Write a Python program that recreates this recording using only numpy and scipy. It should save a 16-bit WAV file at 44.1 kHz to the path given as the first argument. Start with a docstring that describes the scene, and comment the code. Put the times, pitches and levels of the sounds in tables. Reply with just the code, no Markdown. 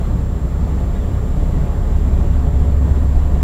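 """A boat's diesel rumbles under the deck and gains a little speed; it is tones of one engine cycle plus noise.
A smaller engine and a few loose hums surge beside it, made of sines that waver in level and phase.
The hull pushes through harbour water in light wind that buffets the microphone: noise shaped by frequency.
A small motor buzzes faintly throughout, stronger from the middle on: overtones of one pitch.
Something squeaks far off: short sines. The camera's electronics add thin, high whines: sines, one with phase jumps."""
import sys
import numpy as np
from scipy import signal
from scipy.fft import rfft, irfft, next_fast_len
from scipy.io import wavfile
from scipy.ndimage import uniform_filter1d, map_coordinates

SR = 44100  # samples a second
rng = np.random.default_rng(int(sys.argv[2]) if len(sys.argv) > 2 else 0)


def file_out(sig):
    """Save sig as 16-bit WAV at sys.argv[1]."""
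    # one column per channel
    cols = np.atleast_2d(sig).T
    # limit, then scale
    lim = np.clip(cols, -1, 1)
    pcm = np.round(lim * 32767).astype(np.int16)
    wavfile.write(sys.argv[1], SR, pcm)


N = 151263  # length in samples, about 3.43 s


def amp(db):
    """Turn decibels into a plain multiplier."""
    return 10 ** (np.asarray(db) / 20)


def unit(x):
    """Scale x to an rms (average strength) of 1."""
    return x / np.sqrt(np.mean(x ** 2) + 1e-20)


def curves(rows):
    """Join the points of a table with straight lines: one curve for each column after the time."""
    times_s, *columns = np.transpose(rows)
    return [np.interp(np.arange(N) / SR, times_s, column) for column in columns]


# The moments at which several tables below give their levels [t/s]
LEVEL_TIMES = (.4, 1.2, 1.9, 2.7)


def level_curve(levels_db):
    """Spread levels given at LEVEL_TIMES over every sample."""
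    return curves(list(zip(LEVEL_TIMES, levels_db)))[0]


def wobble(rate):
    """A smooth random curve through `rate` random points a second."""
    points = rng.standard_normal(int(N * rate / SR) + 4)
    return map_coordinates(points, [np.arange(N) * rate / SR])


CYCLE_START_S = 2.916  # a moment at which the main engine's cycle starts over


def tone(hz, db, waver_db=0., waver_rad=0., locked=False):
    """An unsteady sine around rms level db; locked tones line up where the engine cycle starts over."""
    turns = np.cumsum(hz * np.ones(N)) / SR
    if locked:
        turns += .5 - turns[round(CYCLE_START_S * SR)]
    else:
        turns += rng.random()
    level = np.sqrt(2) * amp(db + waver_db * wobble(5.085))
    return level * np.sin(2 * np.pi * turns + waver_rad * wobble(3.9))


def filtered(x, response):
    """Multiply each frequency of x by response(frequency in Hz)."""
    size = next_fast_len(N + 8192)  # spare room so that the end does not wrap round to the start
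    return irfft(rfft(x, size) * response(np.fft.rfftfreq(size, 1 / SR)), size)[..., :N]


# Narrow resonances of hull and deck [f/Hz, width/Hz, lift/dB]
HULL_RESONANCES = [(149, 24, 1.5), (187, 11, 2.5), (256, 11.5, 4), (300.3, 12, 3.5), (415.6, 33, 3.5),
                   (585.4, 8.2, 6.5), (706, 28, 3.5), (891, 61, 4), (1105, 60, 2.5), (1214, 10, 4)]


def hull_lift(hz):
    """Extra dB where hull and deck resonate: a bell-shaped bump for each resonance."""
    return sum(lift_db * np.exp(-.5 * ((hz - centre) / (width / 2)) ** 2)
               for centre, width, lift_db in HULL_RESONANCES)


def rush(spectrum, patchy_db):
    """Noise of rms 1, patchy in time and pitch, shaped by a spectrum and the hull's resonances."""
    grid = signal.stft(rng.standard_normal(N), nperseg=1024)[2]
    patches = uniform_filter1d(rng.standard_normal(grid.shape), size=10, axis=0)  # smooth across pitch
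    patches = uniform_filter1d(patches, size=8, axis=1)  # smooth across time
    noise = signal.istft(grid * amp(patchy_db * unit(patches)), nperseg=1024)[1][:N]
    f, db = np.transpose(spectrum)

    def response(hz):
        shape_db = np.interp(np.log(hz + 1), np.log(f + 1), db)
        return amp(shape_db + hull_lift(hz))

    return unit(filtered(noise, response))


# Firing of the main engine: its rate and strength [t/s, f/Hz, level/dB]
FIRING_CURVE = [(0, 62, -20), (.4, 64.1, -19.5), (.65, 66.2, -22), (1, 67.6, -22), (1.5, 68.7, -21),
                (2.2, 68.9, -18), (2.7, 69.2, -14.5), (3.43, 69.6, -14.5)]
# Other tones of the engine cycle [multiple of cycle rate, then level/dB at each of LEVEL_TIMES]
CYCLE_TONES = [(3, -27, -22.5, -18.5, -23), (5, -32, -29, -23.5, -25.5), (8, -40, -37, -32, -44),
               (9, -34, -36, -44, -38), (22, -48, -41, -37.5, -36.5)]
# Colour of the hull and exhaust rumble, before the hull's lift [f/Hz, relative level/dB]
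RUMBLE_COLOUR = [(7.1, -41.5), (12, -8), (44, -4.5), (67, -4.5), (86, -6), (105, -9), (130, -8), (171, -11),
                 (326, -24.5), (400, -27.5), (520, -46), (880, -120)]
# Strength of the rumble, before the fast shaking [t/s, level/dB]
RUMBLE_STRENGTH = [(0, -22.5), (.8, -21.5), (1.3, -23), (1.9, -21), (2.4, -20), (2.9, -20.5), (3.43, -22.5)]
CYLINDERS = 6  # firings in one engine cycle


def engine(shake_db):
    """Each cylinder fires once a cycle, so all tones are multiples of one cycle rate; noise adds the rumble."""
    firing_hz, firing_db = curves(FIRING_CURVE)
    tones = tone(firing_hz, firing_db, waver_db=1.4, waver_rad=.1, locked=True)
    cycle_hz = firing_hz / CYLINDERS
    for multiple, *levels_db in CYCLE_TONES:
        tones += tone(multiple * cycle_hz, level_curve(levels_db), waver_db=1.5, waver_rad=.11, locked=True)
    rumble_db, = curves(RUMBLE_STRENGTH)
    return tones + amp(rumble_db + shake_db) * rush(RUMBLE_COLOUR, patchy_db=1.5)


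# Loose hums [f/Hz at the start, f/Hz at the end, then level/dB at each of LEVEL_TIMES]
LOOSE_HUMS = [(21.4, 22.5, -42, -30, -28, -25), (36, 36, -27, -34, -45, -45),
              (84.5, 86.5, -38, -33, -32, -31), (188.5, 187.5, -42, -39, -39, -44)]
# The smaller engine slows a little: its base pitch at the start and at the end [f/Hz]
SMALL_ENGINE_HZ = (50.4, 49.2)
# Tones of the smaller engine [multiple of base pitch, then level/dB at each of LEVEL_TIMES]
SMALL_ENGINE_TONES = [(1, -31, -27, -31, -37), (2, -36, -32, -34, -31.5), (3, -35, -36, -31.5, -35)]


def hums():
    """The smaller engine's tones and the loose hums: sines, most gliding in pitch, that surge and fade."""
    start_hz, end_hz = SMALL_ENGINE_HZ
    rows = list(LOOSE_HUMS)
    rows += [(multiple * start_hz, multiple * end_hz, *db) for multiple, *db in SMALL_ENGINE_TONES]
    return sum(tone(np.linspace(first_hz, last_hz, N), level_curve(db), waver_db=3, waver_rad=.6)
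               for first_hz, last_hz, *db in rows)


# Colour of water and wind, before the hull's lift [f/Hz, relative level/dB]
WASH_COLOUR = [(120, -37.5), (200, -6), (290, -11.5), (420, -11.5), (680, -15.5), (900, -22.5),
               (1150, -21.5), (1550, -29), (1900, -29.5), (2150, -33), (2600, -37), (3500, -37.5),
               (5000, -44), (7300, -43.5), (8400, -47.5), (15000, -50), (15700, -55)]
# Strength of water and wind, before small wavers [t/s, level/dB]
WASH_STRENGTH = [(0.05, -32), (0.23, -34), (0.85, -32), (1.4, -32.5), (2.0, -32), (2.6, -32.5), (3.38, -32)]
# Colour of the wind on the microphone, before the hull's lift [f/Hz, relative level/dB]
BUFFET_COLOUR = [(12, -30), (20, 2), (45, -1), (62, -2), (80, -23), (120, -120)]
# Strength of the wind on the microphone [t/s, level/dB]
BUFFET_STRENGTH = [(0, -36.5), (1.2, -30), (2.1, -22.5), (3.43, -24)]


def wash(shake_db):
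    """Water along the hull and light wind as broad noise, and the wind's buffeting as low noise."""
    wash_db, = curves(WASH_STRENGTH)
    buffet_db, = curves(BUFFET_STRENGTH)
    waver_db = 0.29 * shake_db + 0.32 * wobble(9.4)
    hiss = amp(wash_db + waver_db) * rush(WASH_COLOUR, patchy_db=0.65)
    return hiss + amp(buffet_db) * rush(BUFFET_COLOUR, patchy_db=1.5)


# Overtones of the small motor, before the buzz's rise and fall [multiple of buzz rate, level/dB]
BUZZ_OVERTONES = [(3, -48), (4, -50), (5, -50.5), (6, -51), (7, -52.5), (11, -66), (12, -63), (13, -63),
                  (15, -68), (17, -68), (19, -70), (20, -68)]
# How the buzz grows and eases, added to all its overtones [t/s, level/dB]
BUZZ_STRENGTH = [(0, -9), (1.35, -10), (1.7, 0), (2.5, 0), (3.43, -4)]
BUZZ_HZ = 142.2  # buzz rate


def motor():
    """A buzz made of multiples of one rate; each overtone wavers in level and phase on its own."""
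    strength_db, = curves(BUZZ_STRENGTH)
    return sum(tone(multiple * BUZZ_HZ, db + strength_db, waver_db=4, waver_rad=.9)
               for multiple, db in BUZZ_OVERTONES)


# Faint squeaks [centre t/s, length/s, f/Hz, level/dB at the centre]
SQUEAK_LIST = [(.035, .025, 4110, -57), (.056, .025, 4150, -57), (.11, .03, 4100, -60),
               (.133, .02, 3950, -58), (.955, .02, 3660, -57), (.969, .022, 3790, -55),
               (1.004, .02, 3690, -57), (.967, .018, 1650, -48), (.967, .018, 1950, -50)]


def squeaks():
    """Short far-off whistles: sines that swell and fade, made slightly rough by a trembling pitch."""
    t = np.arange(N) / SR
    total = 0
    for centre_s, length_s, hz, db in SQUEAK_LIST:
        swell = np.exp(-.5 * ((t - centre_s) / (length_s / 3)) ** 2)
        total = total + swell * tone(hz * (1 + .012 * wobble(100)), db)
    return total


# Average pitch of the whine, phase jumps included [t/s, f/Hz]
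WHINE_PITCH = [(0, 7453), (1.55, 7453), (1.62, 7450), (2.0, 7450), (2.3, 7443.5), (2.55, 7443.5),
               (2.62, 7441), (3.43, 7441)]
# Strength of the whine and of its octave [level/dB]
WHINE_LEVELS = (-58.5, -65)
# Almost steady thin tones, evenly spaced [multiple of the spacing, level/dB]
THIN_TONES = [(129, -81), (130, -79), (131, -75), (132, -67), (133, -67.5), (134, -76), (135, -79)]
FREE_HZ, RESYNC_HZ, JUMP_S = 7441.5, 29.6, .001  # whine between jumps, jumps a second, length of a jump
SPACING_HZ = 54.115  # gap between neighbouring thin tones


def electronics():
    """A free-running whine is shifted in phase at each resync, less and less; its octave and thin tones join."""
    mean_hz, = curves(WHINE_PITCH)
    since_resync = np.arange(N) * RESYNC_HZ / SR % 1  # 0 to 1 between two jumps
    lag = (mean_hz - FREE_HZ) / RESYNC_HZ * since_resync  # in turns; its drop at each resync is the jump
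    turns = np.cumsum(mean_hz) / SR - uniform_filter1d(lag, size=round(JUMP_S * SR))
    whine = sum(np.sqrt(2) * amp(db) * np.sin(2 * np.pi * multiple * turns)
                for multiple, db in zip((1, 2), WHINE_LEVELS))
    return whine + sum(tone(multiple * SPACING_HZ, db, waver_db=.5) for multiple, db in THIN_TONES)


def scene():
    """Add all sources; rumble and wash share one fast random shaking, weaker in the wash."""
    shake_db = 1.22 * wobble(30)
    total = engine(shake_db) + hums() + wash(shake_db) + motor() + squeaks() + electronics()
    return total[None]  # one channel


TOP_HZ = 15750  # band limit


def record(dry):
    """The camera keeps nothing from its band limit upwards."""
    return filtered(dry, lambda hz: hz < TOP_HZ)


dry = scene()
out = record(dry)
file_out(out)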